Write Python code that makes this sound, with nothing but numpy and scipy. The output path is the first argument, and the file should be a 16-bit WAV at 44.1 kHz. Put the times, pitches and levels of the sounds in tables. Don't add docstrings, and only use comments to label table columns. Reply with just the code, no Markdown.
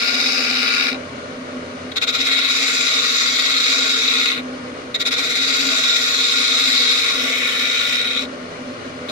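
import sys
import numpy as np
from scipy import signal
from scipy.fft import rfft, irfft, next_fast_len
from scipy.io import wavfile
from scipy.ndimage import uniform_filter1d

SR = 44100
rng = np.random.default_rng(int(sys.argv[2]) if len(sys.argv) > 2 else 0)


def amplitude_ratio(level_db):
    exponent = np.asarray(level_db, float) / 20
    return 10 ** exponent


def wav_out(sig):
    wavfile.write(sys.argv[1], SR, np.round(np.clip(np.atleast_2d(sig).T, -1, 1) * 32767).astype(np.int16))


N = 401751
TURN = 2630
ROLL_S = 7.1

# (pitch [Hz], width [Hz], left level [dB], right level [dB])
FLAT_RING = [(260.5, 28, -7.5, -6.5), (457, 110, -15.5, -13), (700, 460, -22, -29),
             (1225, 350, -15.5, -15.5), (1423, 50, 1, -7.5), (1540, 80, -16, -14), (1680, 360, -16, -15),
             (2080, 340, -24, -9.5), (2325, 370, -3, -13), (2580, 380, -5, -30), (2800, 360, -13, -25),
             (3370, 510, -21, -13.5), (3750, 170, -2, -3.5), (3990, 390, -5, -9), (4470, 420, -6, -10),
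             (4930, 280, -4.5, -5), (5250, 2900, -60, -18.5), (5270, 660, -8, -60), (6270, 250, -15, -17),
             (7300, 1400, -31, -25.5), (8540, 1700, -34, -32), (9960, 950, -60, -34),
             (11000, 260, -47, -33), (11840, 650, -41, -31), (12760, 940, -36, -32), (14700, 640, -37, -47)]
# (pitch [Hz], width [Hz], left level [dB], right level [dB])
ROLLED_RING = [(267.6, 23.0, -10.0, -10.5), (461.0, 71, -17.0, -14.5), (648, 30, -22.5, -22.0),
               (807, 330, -29.5, -42), (1101, 90, -17.5, -15), (1250, 72, -13.5, -17.5),
               (1410.0, 52, -3, -18), (1523, 330, -16.0, -15.5), (1748, 82, -19, -13),
               (1924, 47, -7, -11.5), (2170, 227, -5, -6.5), (2518, 480, -7.0, -25.0), (3304, 283, -8, -9),
               (3727, 355, -1.0, -3.5), (4116, 250, -3.0, -9), (4695, 590, -4.5, -50),
               (5140, 420, -16.5, -9.0), (5690, 750, -12.5, -10), (6560, 1200, -19.0, -13),
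               (7220, 500, -25.5, -8.5), (8280, 290, -32.5, -25), (8920, 390, -30, -30),
               (9830, 860, -60, -29.5), (10700, 2000, -60, -43.0), (12140, 1240, -43, -33.5),
               (12870, 440, -45, -32.5), (13440, 350, -35, -42), (13650, 80, -44, -50),
               (14700, 1500, -36, -36), (3807, 320, 0.76, -1)]
# (pitch [Hz], width [Hz], left level [dB], right level [dB])
SWUNG_RING = [(260.6, 24, -6, -6), (474, 126, -17, -13.5), (652, 110, -19.5, -27), (880, 270, -32, -32),
              (1140, 150, -12.5, -15.5), (1273, 50, -27, -9), (1426, 63, 1, -21), (1500, 210, -12, -11.5),
              (1764, 74, -7, -18), (2015, 360, -6.5, -6), (2220, 170, 0, -7.5), (2447, 290, 0, -31),
              (2740, 320, -54, -12.5), (3180, 480, -6.5, -60), (3787, 340, 1.5, -0.5),
              (3570, 760, -60, -12), (4480, 990, -15.5, -36), (5410, 430, -15.5, -12.5),
              (5900, 820, -19.5, -21), (6760, 850, -29, -19), (7400, 430, -26, -19.5),
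              (8070, 250, -35, -24.5), (8700, 730, -34, -30), (9860, 630, -46, -31), (10770, 290, -60, -36),
              (11900, 420, -43, -32.5), (12700, 440, -43, -33), (13300, 510, -38, -36),
              (14270, 280, -46, -45), (14740, 860, -38, -59)]
# (pitch [Hz], width [Hz], left level [dB], right level [dB])
LATHE_RUMBLE = [(93, 29, -15, -11.5), (163, 31, -15.5, -7.5), (266, 64, -3.5, -3.5),
                (351.6, 15, 0.5, -73.5), (425, 140, -21, -10.5), (509, 210, -6, -3), (588, 180, -13, -17),
                (740, 930, -19.5, -23.5), (1090, 540, -20, -14), (1420, 550, -8, -16.5),
                (1580, 87, -9, -10), (2140, 650, -11.5, -19.5), (2880, 1050, -17.5, -26.5),
                (3950, 1600, -21.5, -23.5), (4950, 4100, -51, -25.5), (6070, 1900, -60, -28),
                (7520, 300, -60, -41), (8950, 800, -60, -32)]
# (pitch [Hz], width [Hz], level [dB])
BELT_HUMS = [(88.6, 1, -50), (123.3, 8, -51), (169, 0.5, -52.5), (252.4, 6, -35.5), (327, 2, -63.5),
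             (419.4, 10.5, -45.5), (495, 1, -43), (593.4, 2.5, -47), (800, 12, -58.5), (940, 14, -56.5),
             (1081, 10, -53), (1162, 3, -60), (1234, 11.5, -54)]
# (pitch [Hz], left level [dB], right level [dB])
DRIVE_WHINE = [(8516, -95, -80), (8750, -91, -58.5), (8500, -92, -68), (9108, -95, -74), (9400, -88, -71)]
# (pitch [Hz], likeness [0-1])
EAR_LIKENESS = [(60, 0.83), (300, 1), (600, 0.63), (1200, 0.89), (2500, 0.14), (4000, 0.29), (7500, 0.23),
                (9000, .3), (15000, .5)]
# (pitch [Hz], width [Hz], left depth [0-1], right depth [0-1])
PORT_LOSSES = [(7740, 340, 1, 0.58), (11660, 190, .1, 0.17), (14000, 200, .6, .6)]
# (pitch [Hz], level against the loudest band [dB])
FAINTEST = [(2500, -46), (6000, -46), (8000, -40), (10500, -38), (13000, -41), (15500, -38)]
# (edge touches [s], edge lifts [s], high side meets the edge [s],
#          first depth [out-of-rounds], full depth [out-of-rounds])
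PASSES = [
    (-1.5, .972, .014, 0.0, 4.0),
    (1.912, 4.415, 2.031, -.2, 3.5),
    (4.936, 8.275, 5.012, -.03, 3.5),
    (9.078, 9.3, 9.1, 1.5, 3.5),
]
# (time [s], gouge ring [dB], lean on the rest [dB], flow of shavings [dB])
HAND_MOVES = [
    [(0, -26, 1, 0), (.27, -26, -.5, 1), (.42, -28, 3.5, 2), (.6, -26.5, 3, -.5), (.84, -27, 3.5, -1),
     (.89, -29, 5, -1.5), (.935, -34.5, 4, -7.5)],
    [(2.25, -23.5, -4, -8), (2.27, -20.5, -4.5, -10.5), (2.43, -20.5, -6, -13), (2.53, -22.5, -2.5, -4),
     (3.27, -22, -5, -5), (3.55, -20, -6.5, -9.5), (3.72, -21.5, -5.5, -5.5), (4.27, -22.5, -4.5, -9),
     (4.39, -31.5, 0, -17.5)],
    [(5.3, -23.5, -4, -7.5), (5.54, -24, -2, -4), (5.82, -22, -5.5, -6), (6.83, -21, -5.5, -7),
     (7.45, -25, 1, -8.5), (7.92, -22, -4, -9.5), (8.06, -26, -1.5, -14), (8.2, -25, -5.5, -13.5),
     (8.23, -29.5, -3, -10)],
]
# (time [s], gouge ring [dB], lean on the rest [dB], flow of shavings [dB])
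SKIM_HAND = [
    (9.09, -31.5, -6, -7),
]
DUST_LEVELS = [
    -19.5,
    -16.5,
    -15.5,
    -14,
]
# (place after the high side [turns], extra level [dB])
HARD_SPOTS = [
    (.35, 2.5),
    (.61, 1.8),
]


def evened(x):
    return x / np.sqrt(np.mean(x ** 2) + 1e-20)


def smooth(x, s):
    size = max(int(s * SR), 1)
    return uniform_filter1d(uniform_filter1d(x, size), size)


def returning(memory):
    turns = len(memory) // TURN + 1
    marks = rng.standard_normal((turns, TURN))
    keep = np.clip(np.resize(memory, turns * TURN).reshape(turns, TURN), 0, .97)
    for k in range(1, turns):
        marks[k] = keep[k] * marks[k - 1] + np.sqrt(1 - keep[k] ** 2) * marks[k]
    return marks.ravel()[:len(memory)]


def walls(early_db, tail_db, t60):
    t = np.arange(8192) / SR
    echoes = rng.choice([-1., 1.], (2, 8192)) * (rng.random((2, 8192)) < 2000 / SR) * (t > .001)
    early = echoes * np.exp(-t / 0.0037)
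    tail = echoes * amplitude_ratio(-60 * t / t60)
    out = amplitude_ratio(early_db) * early / np.linalg.norm(early[0])
    out += amplitude_ratio(tail_db) * tail / np.linalg.norm(tail[0])
    out = signal.lfilter(*signal.butter(N=2, Wn=700, btype="high", fs=SR), out)
    out[:, 0] += 1
    return out


def radiate(force, other, modes, room, lag, top_hz=17000):
    size = next_fast_len(len(force) + 16384)
    hz = np.fft.rfftfreq(size, 1 / SR)
    power = 0
    for f, width, l_db, r_db in modes:
        power = power + amplitude_ratio([[l_db], [r_db]]) ** 2 / (1 + (2 * (hz - f) / width) ** 2) ** 2
    power = power / (1 + (hz / top_hz) ** 12)
    fold = irfft(np.log(power + 1e-10) / 2, size)
    fold[:, 1:size // 2] *= 2
    fold[:, size // 2 + 1:] = 0
    like_hz, likeness = np.transpose(EAR_LIKENESS)
    same = np.clip(np.interp(np.log(hz + 1), np.log(like_hz), likeness), 0, 1)
    left = rfft(force, size)
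    right = same * left * np.exp(2j * np.pi * hz * lag / SR)
    right += np.sqrt(1 - same ** 2) * rfft(other, size)
    heard = np.array([left, right]) * np.exp(rfft(fold)) * rfft(room, size)
    return irfft(heard, size)[:, :len(force)]


def edge_depth(t, touch, lift, first, full):
    sunk = 1 - np.exp(-(t - touch) / .43)
    depth = np.minimum(first + (full - first) * sunk, 1.6 + 6 * (lift - t))
    clear = -1.2
    landed = np.clip(np.minimum((t - touch) / .011, (lift - t) / .021), 0, 1)
    return sunk, clear + (depth - clear) * landed


def tear_fibres(t, touch, lift, high_spot, first, full, lean_db):
    sunk, depth = edge_depth(t, touch, lift, first, full)
    thin = np.exp(-abs(lift - t) / .35)
    memory = .72 + .04 * lean_db + .2 * thin
    turns = (t - high_spot) * SR / TURN
    high_side = np.cos(2 * np.pi * turns)
    bite = np.clip((depth + high_side) / .7, 0, 1) ** .8 * (t < lift)
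    bite *= amplitude_ratio(3.2 * high_side / np.maximum(depth, 1) ** 1.2)
    fibres = evened(smooth(returning(memory + 0.11), 0.001))
    fibres += 0.48 * evened(smooth(returning(memory + 0.23), 0.011))
    fibres += 0.29 * evened(smooth(rng.standard_normal(len(t)), 0.0083))
    flicker_db = 1.5 + 1.3 * sunk + 2.2 * thin
    grain_db = sum(db * np.exp(-((turns % 1 - place) / .03) ** 2) for place, db in HARD_SPOTS)
    drive = bite * amplitude_ratio(flicker_db * fibres / 2.26 + sunk * (1 + 2 * thin) * grain_db)
    snaps = amplitude_ratio(1.8 * np.minimum(rng.exponential(1, len(t)), 3))
    low = signal.butter(N=2, Wn=2400, fs=SR)
    high = signal.butter(N=2, Wn=2400, btype="high", fs=SR)
    forces = []
    for ear in "LR":
        coarse = signal.lfilter(*low, returning(memory))
        fine = signal.lfilter(*high, evened(snaps * rng.standard_normal(len(t))))
        forces.append(drive * (coarse + fine))
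    return bite, forces


def part_levels(now, touch, lift, high_spot, dust_base_db, hand):
    at, ring, lean, flow = np.transpose(hand)
    entry = np.exp(-(now - touch) / 0.1)
    ring_db = np.interp(now, at, ring) - 2.5 * entry
    ring_db += -330 * np.clip(now - at[-1], 0, .05) * (now > lift - .08)
    lean_db = np.interp(now, at, lean)
    flow_db = np.interp(now, at, flow) - 10 * entry
    flow_db += 4.5 * np.exp(-(now - touch) / 0.32) * np.cos(2 * np.pi * (now - high_spot) * SR / TURN)
    dust_db = dust_base_db + 0.36 * flow_db + 0.48 * lean_db
    wander = evened(uniform_filter1d(rng.standard_normal(len(now)), size=50))
    bench_db = -34.5 + 0.36 * lean_db + wander
    return [bench_db, ring_db + lean_db, ring_db, ring_db + flow_db, ring_db + dust_db]


def cut(touch, lift, high_spot, first, full, dust_base_db, hand, holds, room):
    t = np.arange(round(max(touch, 0) * SR), min(round((lift + 0.097) * SR), N)) / SR
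    at, ring, lean, flow = np.transpose(hand)
    bite, forces = tear_fibres(t, touch, lift, high_spot, first, full, np.interp(t, at, lean))
    ringing = [radiate(*forces, hold, room, 8.2) for hold in holds]
    hz, frames, z = signal.stft(ringing, SR, nperseg=512, noverlap=384)
    now = frames + t[0]
    levels = part_levels(now, touch, lift, high_spot, dust_base_db, hand)
    edges = [0, 900, 3100, 4400, 7900, SR]
    for lo, hi, db in zip(edges, edges[1:], levels):
        part = (hz >= lo) & (hz < hi)
        power = np.mean(np.sum(abs(z[:, :, part].mean(1)) ** 2, 1), 1) * 4 / 3 / np.mean(bite ** 2)
        z[:, :, part] *= amplitude_ratio(db) / np.sqrt(power)[:, None, None, None]
    swung = np.clip((now - ROLL_S) / 0.12, 0, 1)
    z = (1 - swung) * z[0] + swung * z[-1]
    clumps = uniform_filter1d(rng.standard_normal(z.shape), size=7, axis=1)
    clumps = evened(uniform_filter1d(clumps, size=18, axis=2))
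    z *= amplitude_ratio(clumps * (0.8 + 1.23 * (hz[:, None] / 12000) ** 2))
    grip = uniform_filter1d(rng.standard_normal(z.shape[1:]), size=3, axis=0)
    z *= amplitude_ratio(1.3 * evened(uniform_filter1d(grip, size=70, axis=1)))
    return round(t[0] * SR), signal.istft(z, SR, nperseg=512, noverlap=384)[1][:, :len(t)]


def resonate(x, hz, width):
    spin = np.exp(2j * np.pi * hz * np.arange(len(x)) / SR)
    r = np.exp(-np.pi * max(width, 4) / SR)
    return 2 * (spin * signal.lfilter([1 - r], [1, -r], x / spin)).real


def machine(room):
    t = np.arange(N) / SR
    throb = amplitude_ratio(0.58 * evened(smooth(rng.standard_normal(N), 0.057)))
    shaking = throb * rng.standard_normal((2, N))
    sound = amplitude_ratio(-32.5) * evened(radiate(*shaking, LATHE_RUMBLE, room, 16.5, top_hz=10100))
    for hz, width, db in BELT_HUMS:
        sound += amplitude_ratio(db) * evened(resonate(rng.standard_normal(N), hz, width))
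    for hz, l_db, r_db in DRIVE_WHINE:
        sound += amplitude_ratio([[l_db], [r_db]]) * np.sqrt(2) * np.sin(2 * np.pi * (hz * t + rng.random()))
    return sound


def scene():
    room = walls(-10.5, -13, 0.34)
    tool = np.zeros((2, N))
    holds = [[FLAT_RING], [ROLLED_RING], [ROLLED_RING, SWUNG_RING], [ROLLED_RING]]
    for row, dust_db, hand, hold in zip(PASSES, DUST_LEVELS, list(HAND_MOVES) + [SKIM_HAND], holds):
        start, sound = cut(*row, dust_db, hand, hold, room)
        tool[:, start:start + sound.shape[1]] += sound
    loud_db = 10 * np.log10(abs(smooth((tool ** 2).mean(0), 0.0087)) + 1e-9)
    duck_db = smooth(np.maximum(loud_db + 26.5, 0), 0.039)
    return tool + machine(room) * amplitude_ratio(-.8 * duck_db)


def mute_faint(x, waver_db):
    window = np.sqrt(signal.windows.hann(2048, sym=False))
    hz, t, z = signal.stft(x, SR, window=window, nperseg=2048, noverlap=1024)
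    bands = z[:, :1024].reshape(2, 128, 8, -1)
    band_db = 10 * np.log10((abs(bands) ** 2).mean(2) + 1e-14)
    under_db = np.interp(hz[4:1024:8], *np.transpose(FAINTEST), left=-99)[:, None]
    waver = evened(uniform_filter1d(rng.standard_normal(band_db.shape[1:]), size=2, axis=1))
    margin_db = band_db - band_db[:, 6:].max((0, 1)) - under_db + waver_db * waver
    z[:, :1024] = (bands * (margin_db > 0)[:, :, None]).reshape(2, 1024, -1)
    return signal.istft(z, SR, window=window, nperseg=2048, noverlap=1024)[1][:, :N]


def low_pass(x):
    return signal.sosfilt(signal.butter(12, 15680, fs=SR, output="sos"), x)


def record(dry):
    hz = np.fft.rfftfreq(N, 1 / SR)
    ports = 1
    for f, width, left, right in PORT_LOSSES:
        ports = ports * (1 - np.clip([[left], [right]], 0, 1) / (1 + (2 * (hz - f) / width) ** 2))
    hiss = amplitude_ratio([[-82], [-66]]) * rng.standard_normal((2, N))
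    heard = irfft(rfft(dry + hiss) * ports / np.sqrt(1 + (80 / (hz + 1)) ** 9), N)
    flutter = signal.lfilter(*signal.butter(N=2, Wn=35, fs=SR), rng.standard_normal((3, N)))
    flutter = evened(flutter)
    heard += amplitude_ratio(-63.5) * (flutter[:2] + flutter[2])
    mix = mute_faint(heard, waver_db=5.0)
    return low_pass(mix)


dry = scene()
out = record(dry)
wav_out(out)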